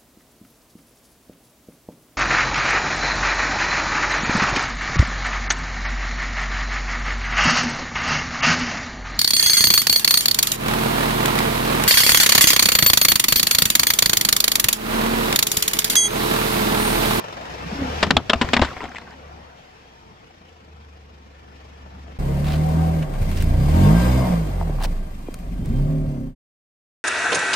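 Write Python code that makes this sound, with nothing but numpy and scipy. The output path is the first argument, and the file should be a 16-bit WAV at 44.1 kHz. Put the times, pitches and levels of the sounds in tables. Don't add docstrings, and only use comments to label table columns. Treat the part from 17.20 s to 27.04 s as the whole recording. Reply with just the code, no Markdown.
import sys
import numpy as np
from scipy import signal
from scipy.fft import rfft, irfft, next_fast_len
from scipy.io import wavfile
from scipy.ndimage import uniform_filter1d, map_coordinates

SR = 44100
rng = np.random.default_rng(int(sys.argv[2]) if len(sys.argv) > 2 else 0)


def int16_out(signal):
    q = np.round(np.clip(np.atleast_2d(signal).T, -1, 1) * 32767)
    wavfile.write(sys.argv[1], SR, q.astype(np.int16))


N = 433944
T = np.arange(N) / SR

# t/s, rumble level/dB, roar level/dB, hiss level/dB
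STREET_LEVELS = [(0.0, -44.5, -36.5, -44.5), (0.3, -40.5, -36, -43), (0.62, -34, -31.5, -38),
                 (0.82, -36, -30.5, -35), (0.94, -24, -55, -44.5), (1.05, -41.5, -43.5, -48),
                 (1.3, -33, -37.5, -40.5), (1.48, -44, -40.5, -42.5), (1.79, -49, -47.5, -51.5),
                 (2.15, -50, -45, -54.5), (2.55, -57, -49.5, -54), (2.84, -53.5, -51.5, -55.5),
                 (3.45, -55.5, -52.5, -57.5), (3.98, -54.5, -53, -58), (4.38, -50.5, -50, -55.5),
                 (4.98, -48, -48, -54)]
# f/Hz, level/dB per Hz
STREET_RUMBLE_COLOUR = [(12, -36.5), (20, -25.5), (80, -4.5), (136, -5), (156, -4), (268, -8), (400, -13),
                        (520, -36.5), (880, -120)]
STREET_ROAR_COLOUR = [(180, -39), (300, -10), (334, -4.5), (402, -10), (438, 1), (587, -3.5), (741, -1.5),
                      (806, -1.5), (1900, -11), (2470, -28.5), (4180, -120)]
STREET_HISS_COLOUR = [(1200, -41.5), (1800, -4), (2400, 0), (3200, -2.5), (4200, -7.5), (5500, -8),
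                      (8000, -20), (9000, -29.5), (12000, -21.5), (16000, -63)]
# f/Hz, width/Hz, boost/dB
STREET_RINGS = [(742, 35, 1.5), (1350, 33, 2.5), (1800, 150, 1), (2280, 300, 1)]
# f/Hz, likeness (-1 to 1)
STREET_LIKENESS = [(60, 0.97), (170, .89), (350, 0.35), (800, 0.69), (2000, 0.14), (3000, 0.077),
                   (5000, .3), (7800, 0.075), (8600, -0.21)]
CLOSE_LIKENESS = [(60, 1), (350, 0.92), (700, 0.22), (1300, 0.16), (3000, .14), (7000, 0.094), (8400, 0.36)]
# f/Hz, left over right/dB
LEFT_OVER_RIGHT = [(60, 0), (250, 0), (500, 2), (900, 4), (1500, 1), (2600, 3), (5000, 0.5), (8000, -0.5)]
# f/Hz, flutter width/Hz, relative level/dB, loudest at t/s, swell scale/s
PANELS = [(350, 12, -71, 3.6, 1.3), (447, 12, -69, 3.6, 1.3), (1760, 160, -66, 4.5, .45),
          (750, 40, -60, 2.3, .3), (900, 200, -57, 2.82, .12), (1580, 20, -54, 5.57, .07),
          (533, 25, -44, 5.55, .3), (754, 12, -36, 5.5, .3), (926, 20, -46, 5.7, .12),
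          (795, 12, -36, 6.57, .13), (750, 15, -40, 6.45, .1), (926, 20, -36, 6.66, .14),
          (1080, 20, -41, 7.03, .12), (1080, 40, -40, 6.67, .04), (1233, 40, -52, 6.75, .1),
          (1583, 20, -42, 6.81, .07), (2213, 25, -48, 6.9, .09), (2100, 25, -50, 7.02, .06),
          (3144, 30, -54, 6.77, .09), (3540, 60, -50, 6.65, .02), (3596, 20, -54, 6.92, .06),
          (4113, 20, -50, 6.81, .045), (4800, 60, -57, 6.43, .05), (4850, 90, -50, 6.66, .04),
          (4947, 60, -51, 6.88, .18), (2430, 70, -66, 8.1, .15), (3200, 70, -67, 8.12, .07),
          (2500, 50, -67, 8.4, .12), (3160, 90, -63, 8.57, .05), (1900, 60, -65, 8.8, .1),
          (538, 25, -46, 8.8, .24), (380, 12, -46, 8.75, .13), (5916, 12, -75, 8.93, .19)]
# t/s, firing rate f/Hz, load level/dB, first multiple level/dB
FAR_ENGINE = [(0.15, 31, -57, -70), (0.46, 33.16, -46, -57), (0.66, 36.1, -36, -52), (0.83, 39.7, -35, -49),
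              (1.0, 37.7, -60, -64), (1.7, 35.13, -59.5, -73), (2.1, 36.36, -45, -61),
              (2.33, 34.1, -56, -70), (2.45, 33.2, -66, -66), (3.3, 26.9, -54.5, -72),
              (3.41, 24.7, -54, -72), (3.54, 24.92, -45.5, -82), (3.93, 23.56, -48, -78),
              (4.3, 23.41, -50, -76), (4.88, 23.46, -40, -67), (4.97, 23.24, -42, -63)]
# f/Hz, level/dB
FAR_BOOM = [(48, -24), (62, 3.5), (72, 1), (82, -0.5), (95, -17), (108, -23.5), (120, -16.5), (145, -12),
            (165, -18.5), (190, -13.5), (260, -28.5)]
# f/Hz, width/Hz, level/dB
FAR_PIPE = [(119.6, 20.54, -2.5), (195, 20, -2.5), (257.5, 49, -11)]
CLOSE_PIPE = [(168, 31.3, -1.5), (256, 34, 1.5), (314, 43, -9), (385, 35, -11), (535, 45, -13),
              (640, 50, -12), (943, 123, -19)]
# t/s, f/Hz, relative level/dB
GROAN = [(0.49, 211.6, -54), (0.53, 201.5, -28.5), (0.56, 286.4, -37), (0.6, 289, -26), (0.656, 261, -30),
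         (0.72, 227, -39), (0.78, 202, -44)]
# t/s, firing rate f/Hz, load level/dB, first multiple level/dB
CLOSE_ENGINE = [(4.99, 32.8, -20.5, -23), (5.13, 35, -18, -30), (5.3, 37.6, -18.5, -31),
                (5.55, 40.06, -17.5, -37), (5.73, 40.45, -18, -44), (5.82, 38.77, -18, -36),
                (5.9, 35, -32, -27), (6.01, 30.17, -26, -21), (6.16, 27.16, -22, -26),
                (6.3, 27.98, -16, -21.5), (6.39, 31.63, -12.5, -22.5), (6.5, 38.6, -16.5, -18),
                (6.57, 42.44, -14.5, -27), (6.63, 46.9, -8, -21), (6.73, 54.84, -6, -20),
                (6.78, 57.5, -5.5, -18), (6.84, 60.5, -5, -20), (6.92, 63.07, -5.5, -18),
                (7.0, 64.54, -5.5, -21.5), (7.08, 61.44, -4.5, -28), (7.14, 56.7, -9.5, -25.5),
                (7.22, 52.67, -16.5, -24), (7.32, 46.27, -26.5, -24), (7.51, 37.4, -22.5, -25),
                (7.6, 31.9, -26, -22), (7.68, 28.65, -30, -19.5), (7.81, 26.56, -40.5, -24.5),
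                (7.87, 26.2, -37, -33.5), (8.12, 24.02, -43, -32.5), (8.35, 21.46, -28.5, -46),
                (8.45, 24.04, -24.5, -33), (8.5, 27.64, -20.5, -26), (8.55, 31.58, -19.5, -23),
                (8.6, 34.4, -16, -20), (8.65, 37.03, -18.5, -25), (8.72, 38.23, -18.5, -31.5),
                (8.84, 37.6, -18.5, -29.5), (9.0, 33.62, -21.5, -36.5), (9.15, 31.8, -30, -32)]
# f/Hz, near end level/dB, level once rolled past/dB
CLOSE_BOOM = [(44.8, -9, -2), (58.9, -6.5, -10), (68.6, -12.5, -18), (83.5, -3, 0), (94.8, -10.5, -20),
              (102.7, -19.5, -31), (118.3, -32.5, -34.5), (127.6, -11.5, -10.5), (139, -9.5, -8.5),
              (158.4, -5, -4.5), (172.8, -9, -12), (190.3, -22.5, -29), (218.8, -17.5, -12.5),
              (231, -18.5, -5.5), (249, -23.5, -8.5), (267.4, -20, -5.5), (308, -26, -25),
              (340, -28.5, -28), (400, -47, -30), (519, -34.5, -36)]
MULTIPLES_DB = [1, -0.5, 1.5, -3, -5.5, -4.5, -3.5]
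# t/s, 2nd level/dB, 4th level/dB, 5th to 8th level/dB
THROTTLE = [(4.99, 3, 2, 2.5), (5.5, -1.5, 1.5, 2), (5.7, 0, 2, 2.5), (5.86, -13, 2, -2),
            (6.08, -12, 5, 7.5), (6.25, -3, 7, 2), (6.36, -1.5, -3, -3), (6.43, 2, 3, 4.5), (6.5, 3, -1, 7),
            (6.57, 2.5, -4.5, 12), (6.64, 4, 11, 7), (6.71, 5, 5, -3), (6.82, 7, -10, -4),
            (6.95, -1.5, 0, 2), (7.13, -10, -11.5, -13), (7.2, -5, -20, -4), (7.3, 3, -2, -6),
            (7.7, -2.5, -0.5, 1), (8.3, 2, -9, -5), (8.45, -6, 5, 4), (8.52, -1, 8, 6), (8.6, 0, 0.5, -4),
            (8.7, -7, 2, -3), (8.9, -11, -1, -3), (9.15, -6, -4, 0.5)]
# t/s, phase by which left leads/rad
PIPE_SWING = [(4.99, -0.32), (6.8, -0.26), (7.6, -0.17), (8.5, 0.36), (9.2, 0.49)]
# t/s, rumble level/dB, roar level/dB, hiss level/dB
CLOSE_LEVELS = [(4.99, -45, -31.5, -46), (5.2, -33, -31.5, -44), (5.55, -45, -28.5, -42),
                (5.8, -49, -31, -44), (5.88, -65, -31.5, -49), (6.02, -29.5, -34, -43),
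                (6.23, -33, -35, -40), (6.32, -35, -32.5, -44.5), (6.45, -32, -29.5, -40.5),
                (6.65, -37, -22.5, -35), (6.88, -48, -23, -34.5), (7.11, -45, -26, -40),
                (7.24, -63, -31, -44.5), (7.52, -36, -34, -48.5), (7.72, -36.5, -36, -49),
                (7.82, -37, -42, -52.5), (8.1, -40, -43.5, -52), (8.36, -32, -42.5, -53.5),
                (8.57, -24, -39, -49.5), (8.68, -30, -39.5, -51.5), (8.96, -38, -42.5, -55),
                (9.15, -38, -49.5, -61)]
# f/Hz, level/dB per Hz
CLOSE_RUMBLE_COLOUR = [(12, -28.5), (20, -20.5), (49, 0.5), (107, -2), (193, -2.5), (336, -24.5),
                       (400, -18.5), (520, -55), (880, -120)]
CLOSE_ROAR_COLOUR = [(190, 2.5), (330, -1), (444, -2.5), (643, -2), (774, -4.5), (849, -9.5), (913, -10),
                     (1110, -9), (1340, -17.5), (1600, -18), (2080, -22), (3520, -120)]
CLOSE_HISS_COLOUR = [(820, -18), (1400, -1), (2100, 1), (3000, -4), (3800, -5), (5000, -6.5), (5700, -8.5),
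                     (9400, -8), (11300, -25), (13000, -7), (14800, -15.5), (15600, -52.5)]
# f/Hz, width/Hz, boost/dB
CLOSE_RINGS = [(529, 35, 3.5), (629, 35, 3.5), (764, 25, 4), (925, 16, 8), (1094, 30, 2), (1170, 72, 3),
               (1440, 25.8, 1.5), (1587, 20, 9), (2046, 38, 5), (2210, 35, 7), (2410, 25, 8), (2730, 28, 8),
               (2950, 36, 5), (3140, 28, 9), (3300, 31, 4.5), (3620, 53, 3.5), (4060, 29, 4), (4350, 45, 4),
               (4660, 60, 5), (4970, 44, 6.5)]
# t/s, relative level/dB, nominal f/Hz, t60/s
POPS = [(6.484, -29.5, 820, 0.04), (7.4117, -20.5, 803, 0.02), (7.426, -30.5, 742, 0.018),
        (7.4955, -23, 338, 0.031), (7.586, -29, 950, 0.014), (7.607, -27.5, 862, 0.025),
        (7.615, -29.5, 900, .04), (7.647, -24.5, 610, 0.02), (8.085, -25, 294.6, 0.038),
        (8.422, -37.5, 372, 0.023), (8.626, -39, 298.8, 0.015)]
# t/s, relative level/dB, treble above it/dB
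GRIT = [(5.9369, -36, -25), (6.0292, -33, -22), (6.116, -29, -17), (6.1755, -29, -16), (6.1495, -35, -20),
        (6.2098, -32, -12), (6.2243, -22, -7), (6.2415, -31, -18), (6.2936, -36, -12), (7.6261, -28, -4),
        (7.6364, -26.5, -5), (7.6425, -23, -10), (8.1415, -36, 1), (8.1426, -26, -4), (8.1894, -44, -2),
        (8.4587, -40, 0), (8.4906, -39.5, -10)]
# t/s, level before jerks/dB, duration/s, band from f/Hz, band to f/Hz
SCRAPES = [(5.238, -36.5, 0.059, 900, 3960), (5.275, -36, 0.092, 900, 4490), (5.36, -41.5, .025, 900, 3997),
           (6.125, -42, 0.0072, 1507, 3505), (6.166, -39, .024, 2010, 5500),
           (6.197, -42, 0.026, 2500, 5500), (5.82, -39.5, 0.02, 1500, 3040),
           (5.936, -45.5, 0.012, 1500, 2797), (5.645, -44, 0.013, 900, 3557),
           (7.599, -39, 0.037, 800, 4000), (7.628, -31, .036, 700, 5280)]
# t/s, relative level/dB
SPATTER = [(.83, -37), (1.0, -38.5), (1.08, -52), (1.25, -43.5), (1.32, -40), (1.46, -29), (1.55, -35.5),
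           (1.65, -33.5), (1.72, -38), (1.78, -42.5), (1.95, -41)]
# thump/dB, belly/dB, wall/dB, fold/dB,
# treble/dB; wall f/Hz, fold f/Hz, nominal t60/s
BUCKLES = [(0.8276, -3, -16, -8.5, -5.5, -8.5, 1.5, 610, 1920, 0.05),
           (0.8676, -20.5, -7, 7, -1.5, -5, 1, 710, 1800, .047),
           (0.906, -0.5, -41, -8, -8, -9, -2, 1350, 1820, 0.029),
           (0.967, -3.5, -10.5, -12.5, -2, 1.5, -0.5, 805, 3260, 0.028),
           (1.0962, -1.5, -43, -18, -8.5, -4.5, -3, 1120, 3310, 0.037),
           (1.1328, -3, -38, -8.5, -4.5, -7, -2.5, 1060, 2800, 0.026),
           (1.1573, -22, 4.5, -18, -5, -6, 0, 1160, 2570, 0.032),
           (1.2126, -7.5, -15, -2.5, -3, -10, 0, 1003, 1930, 0.077),
           (1.246, -27, 8, -13, -3, -5.5, 4.5, 700, 1895, 0.11),
           (1.288, -16, -13, -35, -5, -4, 2, 1040, 1810, 0.022),
           (1.333, 1, -39, -14, -12, -9.5, -3.5, 696, 2400, 0.043),
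           (1.3655, -2, -17, -7.5, -6, -3, -3, 1050, 1888, 0.027),
           (1.3938, -12.5, -13, 2, -0.5, -5, -1.5, 513, 3070, 0.012),
           (1.416, -11, 2, -16, -12, -4, 4, 1360, 1774, 0.11),
           (1.4187, -13, -35, -5.5, 7.5, -12, -1, 774, 2244, 0.046),
           (1.4468, -15, -5, -10, -10, -8, -0.5, 1470, 1786, 0.085),
           (1.4876, -26, -3, -7, -1.5, -2, 2, 1090, 1810, .038),
           (1.531, -26, -21, -11, -1, -7, 0, 790, 1880, 0.0098),
           (1.538, -30, -16, -17, -14, -5, 0, 1500, 3500, 0.011),
           (1.5648, -24.5, -9, -13, -1.5, -3.5, -8, 750, 2200, 0.076),
           (1.6052, -19, -24, -21, -5, -1, -14, 990, 1980, 0.024),
           (1.618, -25, -24, -12, 3, -4, 2, 1000, 1700, 0.016),
           (1.6254, -29, -24, -19, -9, -4, 4, 1200, 3500, .012),
           (1.632, -28, -20, -14, 3, -7, 0, 1050, 2210, 0.028),
           (1.6393, -22.5, -14, -8, 1, -5, 1.5, 740, 1857, .04),
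           (1.6532, -23, -10, -10, -4, -2.5, -3.5, 710, 2060, 0.036),
           (1.6866, -33, -13, -2, -7, -2.5, -11, 1530, 1900, 0.046),
           (1.7163, -23, -19, -16, -8, -0.5, -7, 1530, 1700, 0.03),
           (1.7478, -26, -26, -16, -2, -7.5, 0, 1100, 1877, 0.018),
           (1.7566, -26.5, -26, -14, -19, 3, 1, 1380, 1990, 0.086),
           (1.7665, -24, -32, -26, -24, 2, -1, 1390, 2280, .036),
           (1.783, -22, -31, -14, -8, 0, 2.5, 970, 1742, 0.017),
           (1.817, -32.5, -25, -11, -1, 1, -7, 1470, 2050, 0.028),
           (1.874, -35, -16, -6, 2.5, -6, -2, 1520, 2030, 0.022)]
# nominal f/Hz, relative level/dB, t60/s
CAN_MODES = [(253, 5, 0.086), (448, -15, 0.12), (550, -8.5, 0.063), (694, -7, 0.12), (900, -9.5, 0.057),
             (1008, 0.5, 0.057), (1296, -0.5, 0.061)]
# f/Hz, level/dB per Hz
CRACK_COLOUR = [(710, -23), (1200, -7.5), (1890, -8), (2120, -8.5), (2450, -6.5), (2780, -6.5), (3570, -7),
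                (5500, -17.5), (7150, -47), (12100, -120)]
EDGE_COLOUR = [(3500, -35), (4800, -15), (6500, -6.5), (8200, -10.5), (9200, -37.5), (11500, -42.5),
               (13000, -59), (16000, -57)]
# f/Hz, gain/dB
CANS_TOP = [(8000, 0.5), (9500, -7.5), (13000, -12), (16000, -21.5)]

LEAD_S = 0.0004375
CLATTER_HZ, CLATTER_AT_S, CLATTER_SCALE_DB, CLATTER_ENDS_S = 23.5, 0.041, 4.5, 0.62
IDLE_PULSE_AT_S, IDLE_FROM_S, IDLE_SETTLES_S, IDLE_SCALE_DB = 4.538, 2.78, .4, 1.5
HIGHER_DB, HIGHER_PAST_DB, FAR_HIGHER_DB = -19.5, -16.5, -25
SHUT_DULLS = 0.37
UPPER_UNSTEADY_DB = .2
PAST_S, PASSING_S = 7.82, 0.24
FADE_END_S, FADE_S = 9.15, 0.077
THROB_HZ, THROB_AT_S, THROB_SCALE_DB = 32, .53, 7
POP_RISE_S, POP_GLIDE_S, POP_GLIDE_HZ = 0.0008, .0018, 753
GRIT_T60_S = 0.009
FIRST_BELLY_HZ, LATER_BELLY_HZ, FIRST_BURSTS_S = 198, 235.7, 0.91
SOFT_DULLS = 0.17
TREBLE_FROM_HZ, TREBLE_FULL_HZ = 1800, 3013
CANS_LEFT_DB = 3
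TOP_HZ = 15900


def amp(db):
    return 10 ** (np.asarray(db) / 20)


def unit(x):
    return x / np.sqrt(np.mean(x ** 2) + 1e-20)


def along(points, hz):
    f, v = np.transpose(points)
    return np.interp(np.log(hz + 1), np.log(f + 1), v)


def shape(points):
    return lambda hz: amp(along(points, hz))


def resonance(hz, centre_hz, width_hz):
    return 1 / (1 + (2 * (hz - centre_hz) / width_hz) ** 2)


def ringing(points, rings):
    boost_db = lambda hz: sum(db * resonance(hz, centre, width) for centre, width, db in rings)
    return lambda hz: shape(points)(hz) * amp(boost_db(hz))


def curves(rows):
    s, *columns = np.transpose(rows)
    gate = np.clip(np.minimum(T - s[0], s[-1] - T) / .004 + 1, 0, 1)
    return [np.interp(T, s, column) for column in columns], gate


def wobble(rate):
    return map_coordinates(rng.standard_normal(int(N * rate / SR) + 4), [T * rate])


def filtered(x, response):
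    m = next_fast_len(x.shape[-1] + 8192)
    return irfft(rfft(x, m) * response(np.fft.rfftfreq(m, 1 / SR)), m)[..., :x.shape[-1]]


def rush(colour, likeness, gate, patchy_db):
    z = signal.stft(rng.standard_normal((2, N)), nperseg=1024)[2]
    field = uniform_filter1d(rng.standard_normal(z.shape[1:]), size=3, axis=0)
    field = uniform_filter1d(field, size=5, axis=1)
    white = signal.istft(z * amp(patchy_db * unit(field)), nperseg=1024)[1][:, :N]

    def mid_side(hz):
        angle = np.arccos(np.clip(along(likeness, hz), -1, 1)) / 2
        return colour(hz) * np.array([np.cos(angle), np.sin(angle)])

    def left_lead(hz):
        balance = amp(np.outer([.5, -.5], along(LEFT_OVER_RIGHT, hz)))
        led_hz = hz * (hz > 300) * (hz < 8000)
        return balance * np.exp(1j * np.pi * LEAD_S * np.outer([1, -1], led_hz))

    mid, side = filtered(white, mid_side)
    return unit(filtered(np.array([mid + side, mid - side]), left_lead)) * gate


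def puff(spectrum, t, apart=0.11):
    white = rng.standard_normal(len(t)) + apart * rng.standard_normal((2, len(t)))
    return unit(filtered(white, shape(spectrum)))


def add(track, s, sound):
    track[:, round(s * SR):][:, :sound.shape[-1]] += sound


def lag(boom):
    hz = np.arange(1024.)
    log_gain = np.log(amp(boom(hz)))
    phase = -signal.hilbert(np.r_[log_gain, log_gain[:0:-1]]).imag[:len(hz)]
    return lambda f: np.interp(f, hz, phase)


def engine(table, boom, phase, own_db, higher_db, pipe_modes, unsteady_db):
    (hz, load_db, first_db), gate = curves(table)
    on = gate > 0
    turn = 2 * np.pi * np.cumsum(hz * (1 + .002 * wobble(20))) / SR
    low_db = [first_db] + [load_db + db + boom(k * hz) for k, db in enumerate(own_db, start=2)]
    dull_db = -SHUT_DULLS * np.maximum(first_db - load_db + 13.0, 0)
    sound = np.zeros(N, complex)
    for k in range(1, 19):
        if k <= len(low_db):
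            upper = max(k - 4, 0)
            start = np.pi / 2 - .12 * k * k
            waver_db = (unsteady_db + UPPER_UNSTEADY_DB * upper) * wobble(12)
            level_db = low_db[k - 1] + (upper > 0) * dull_db + waver_db
            angle = k * turn + phase(k * hz) + 0.063 * upper * wobble(12) + start
            sound[on] += amp(level_db)[on] * np.exp(1j * angle[on])
        else:
            pipe = sum(amp(db) * resonance(k * hz[on], centre, width) for centre, width, db in pipe_modes)
            level_db = load_db + higher_db + dull_db + 1.5 * wobble(15)
            angle = k * turn + .3 * wobble(14) + 2 * np.pi * rng.random()
            sound[on] += amp(level_db)[on] * pipe * np.exp(1j * angle[on])
    return np.sqrt(2) * gate * sound, turn


def street(turn):
    levels, gate = curves(STREET_LEVELS)
    since = (T - CLATTER_AT_S) * CLATTER_HZ % 1
    dying = np.clip(1 - T / CLATTER_ENDS_S, 0, 1)
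    ticking_db = CLATTER_SCALE_DB * dying * (2 * np.exp(-since / 0.35) - .5)
    angle = turn - np.interp(IDLE_PULSE_AT_S, T, turn)
    idling = np.clip((T - IDLE_FROM_S) / IDLE_SETTLES_S, 0, 1)
    pulsing_db = IDLE_SCALE_DB * idling * (np.cos(angle) + 0.26 * np.cos(2 * angle))
    noise = np.zeros((2, N))
    for db, points in zip(levels, (STREET_RUMBLE_COLOUR, STREET_ROAR_COLOUR, STREET_HISS_COLOUR)):
        band = rush(ringing(points, STREET_RINGS), STREET_LIKENESS, gate, patchy_db=2)
        noise += amp(db + 0.69 * wobble(40)) * band
    return amp(ticking_db + pulsing_db) * noise


def panels():
    track = np.zeros((2, N + SR))
    for hz, width, db, s, lasting in PANELS:
        t = np.arange(-1.5 * lasting, 1.5 * lasting, 1 / SR)
        knots = rng.standard_normal((2, int(3 * lasting * width) + 4))
        real, imag = (map_coordinates(row, [(t - t[0]) * width]) for row in knots)
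        flutter = .9 + .75 * (real + 1j * imag)
        swell = np.exp(-np.abs(t / lasting) ** 3)
        tone = amp(db) * swell * flutter * np.exp(2j * np.pi * hz * t)
        left_lead = np.exp(1j * np.pi * LEAD_S * hz * (hz < 1000) * np.array([[1], [-1]]))
        add(track, s + t[0], (tone * left_lead).real)
    return track[:, :N] * amp([[3], [1]])


def far_engine():
    boom = lambda hz: along(FAR_BOOM, hz)
    tones, turn = engine(FAR_ENGINE, boom, lag(boom), MULTIPLES_DB, FAR_HIGHER_DB, FAR_PIPE, unsteady_db=0.5)
    return tones.imag, turn


def groan():
    (hz, db), gate = curves(GROAN)
    turn = 2 * np.pi * np.cumsum(hz * (1 + 0.033 * wobble(58.8))) / SR
    throb_db = THROB_SCALE_DB * (np.cos(2 * np.pi * THROB_HZ * (T - THROB_AT_S)) - .5)
    level_db = db + throb_db + 1.5 * wobble(40)
    return np.sqrt(2) * gate * amp(level_db) * (np.sin(turn) + 0.19 * np.sin(2 * turn))


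def exhaust():
    past = np.clip((T - PAST_S) / PASSING_S + .5, 0, 1)
    at_hz, near_db, past_db = np.transpose(CLOSE_BOOM)
    near_boom = lambda hz: np.interp(hz, at_hz, near_db)
    boom = lambda hz: (1 - past) * near_boom(hz) + past * np.interp(hz, at_hz, past_db)
    (second_db, fourth_db, upper_db), _ = curves(THROTTLE)
    own_db = []
    for k, db in enumerate(MULTIPLES_DB, start=2):
        own_db.append(db + (k == 2) * second_db + (k == 4) * fourth_db + (k > 4) * upper_db)
    higher_db = HIGHER_DB + past * (HIGHER_PAST_DB - HIGHER_DB)
    return engine(CLOSE_ENGINE, boom, lag(near_boom), own_db, higher_db, CLOSE_PIPE, unsteady_db=1)


def close_car():
    tones, turn = exhaust()
    swing = np.interp(T, *np.transpose(PIPE_SWING))
    tones = (tones * np.exp(.5j * np.array([swing, -swing]))).imag * amp([[-.5], [.5]])
    (rumble_db, roar_db, hiss_db), gate = curves(CLOSE_LEVELS)
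    roar_db = roar_db + 1.0 * np.sin(turn + 1.43) + 0.81 * wobble(30)
    hiss_db = hiss_db + .9 * np.sin(turn + 1.5) + .8 * wobble(40)
    roar_colour = ringing(CLOSE_ROAR_COLOUR, CLOSE_RINGS)
    hiss_colour = ringing(CLOSE_HISS_COLOUR, CLOSE_RINGS)
    rumble = amp(rumble_db) * rush(shape(CLOSE_RUMBLE_COLOUR), CLOSE_LIKENESS, gate, patchy_db=3.5)
    roar = amp(roar_db) * rush(roar_colour, CLOSE_LIKENESS, gate, patchy_db=1.84)
    hiss = amp(hiss_db) * rush(hiss_colour, CLOSE_LIKENESS, gate, patchy_db=1.5)
    return tones + rumble + roar + hiss


def grit():
    track, t = np.zeros((2, N + SR)), np.arange(SR // 10) / SR
    for s, db, treble_db in GRIT:
        body = puff([(300, -21.0), (800, 0), (2300, 0), (3500, -3.5), (5500, -13.5)], t)
        treble = puff([(3500, -27.5), (5500, 2.5), (10500, 6.5), (14000, -15.5), (16000, -29.5)], t)
        add(track, s, amp(db - 0.5 - 60 * t / GRIT_T60_S) * (body + amp(treble_db) * treble))
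    return track[:, :N]


def scrapes():
    track = np.zeros((2, N + SR))
    for s, db, lasting, from_hz, to_hz in SCRAPES:
        t = np.arange(int(lasting * SR)) / SR
        jerks_db = 3 * wobble(250)[:len(t)] + 1.2 * wobble(45)[:len(t)]
        swell = np.sin(np.pi * t / lasting) ** .6
        colour = [(from_hz / 2, -19), (from_hz, -1.5), (to_hz, -7), (to_hz * 1.42, -18),
                  (to_hz * 6.4, -27), (to_hz * 4, -50)]
        add(track, s, amp(db + jerks_db) * swell * puff(colour, t, apart=1.0))
    return track[:, :N]


def toy():
    track, t = np.zeros((2, N + SR)), np.arange(SR // 10) / SR
    for s, db, hz, t60 in POPS:
        glide = POP_GLIDE_HZ * POP_GLIDE_S * (1 - np.exp(-t / POP_GLIDE_S))
        tone = np.sin(2 * np.pi * (0.788 * hz * t + glide))
        breath = puff([(200, -30), (hz, 0), (hz * 2, -14), (2500, -36), (5000, -50)], t)
        rise = (1 - np.exp(-t / POP_RISE_S)) ** 2
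        add(track, s, amp(db + 8 - 60 * t / t60) * rise * (tone + 0.16 * breath))
    return track[:, :N]


def spatter(count=450):
    (db,), gate = curves(SPATTER)
    when, place = rng.random((2, count, 1))
    hz = 1500 * np.exp(0.43 * rng.standard_normal((count, 1)))
    size = amp(3.5 * np.minimum(rng.exponential(size=(count, 1)), 3.5))
    t = np.arange(500) / SR
    grain = size * np.exp(-t * hz / 7.0) * np.sin(2 * np.pi * hz * t)
    first_s, last_s = SPATTER[0][0], SPATTER[-1][0]
    at = (SR * (first_s + when * (last_s - first_s))).astype(int) + np.arange(len(t))
    sides = (1 - 0.27 * place, .5 + 0.54 * place)
    ears = [np.bincount(at.ravel(), (grain * side).ravel(), N) for side in sides]
    return amp(db - 8.0) * gate * np.array(ears)


def can_ring(t, belly_db, wall_db):
    hz, level_db, t60 = np.transpose(CAN_MODES)[:, :, None]
    draw = rng.standard_normal((3, len(CAN_MODES), 1))
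    strength_db = level_db - 7.0 + 3 * draw[0] + np.where(hz < 300, belly_db, wall_db)
    shifted_hz = hz * (1 + .05 * draw[1] * (hz > 300))
    modes = amp(strength_db - 60 * t / t60) * np.sin(2 * np.pi * shifted_hz * t + draw[2])
    return modes.sum(axis=0)


def cans():
    track, t = np.zeros((2, N + SR)), np.arange(SR // 3) / SR
    rise = 1 - np.exp(-t / .0005)
    for s, db, thump_db, belly_db, wall_db, fold_db, treble_db, wall_hz, fold_hz, t60 in BUCKLES:
        belly_hz = FIRST_BELLY_HZ if s < FIRST_BURSTS_S else LATER_BELLY_HZ
        after = np.maximum(t - 0.0041 * amp(db / 2), 0)
        ragged = amp(2.6 * np.interp(t, t[::30], rng.standard_normal(len(t[::30]))))
        spray = amp(-30.0 - 60 * t / 0.14)
        fall = amp(-2.5 - 60 * after / t60) + spray
        fold = puff([(fold_hz * 0.6, -40), (fold_hz * 0.82, -8), (fold_hz, 0), (fold_hz * 1.2, -8),
                     (fold_hz * 1.7, -40), (fold_hz * 3, -80)], t)
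        tilt = lambda f: amp(np.interp(f, (TREBLE_FROM_HZ, TREBLE_FULL_HZ), (0, treble_db)))
        torn = 0.9 * amp(SOFT_DULLS * db) * filtered(puff(CRACK_COLOUR, t, apart=0.69), tilt)
        edge = amp(-18.5 - 60 * after / 0.61) * puff(EDGE_COLOUR, t, apart=1.2)
        crack = ragged * fall * (torn + amp(fold_db) * fold + amp(treble_db) * edge)
        crush_noise = puff([(150, -12.5), (350, -1), (900, -0.5), (1600, -7.0), (2500, -47.0), (6000, -90)], t)
        crush = amp(wall_db + 1.5) * ragged * fall ** 0.64 * crush_noise
        ring = can_ring(t, belly_db, wall_db)
        wall = amp(wall_db + 5.0 - 60 * t / (0.83 * t60)) * np.sin(2 * np.pi * wall_hz * t)
        belly_rise = 1 - np.exp(-t / 0.0014)
        belly = amp(belly_db + 6.0 - 60 * t / 0.087) * belly_rise * np.sin(2 * np.pi * belly_hz * t)
        thump = amp(thump_db + 7.5 - 60 * t / 0.085) * np.sin(2 * np.pi * 75 * t)
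        whole = crack + crush + ring + wall + belly + thump
        ears = amp(db - 7.5 + CANS_LEFT_DB * np.array([[.5], [-.5]]))
        add(track, s, ears * rise * whole)
    return filtered(track[:, :N], shape(CANS_TOP))


def scene():
    far, turn = far_engine()
    side = (far + groan()) * amp([[.3], [-.3]])
    fade = np.clip((FADE_END_S - T) / FADE_S, 0, 1)
    first = street(turn) + side + spatter() + cans()
    second = fade * (close_car() + panels()) + grit() + scrapes() + toy()
    return first + second


def record(dry):
    soft = dry / (1 + np.abs(dry / .97) ** 5) ** (1 / 5)
    return filtered(soft, lambda hz: hz < TOP_HZ)


dry = scene()
out = record(dry)
int16_out(out)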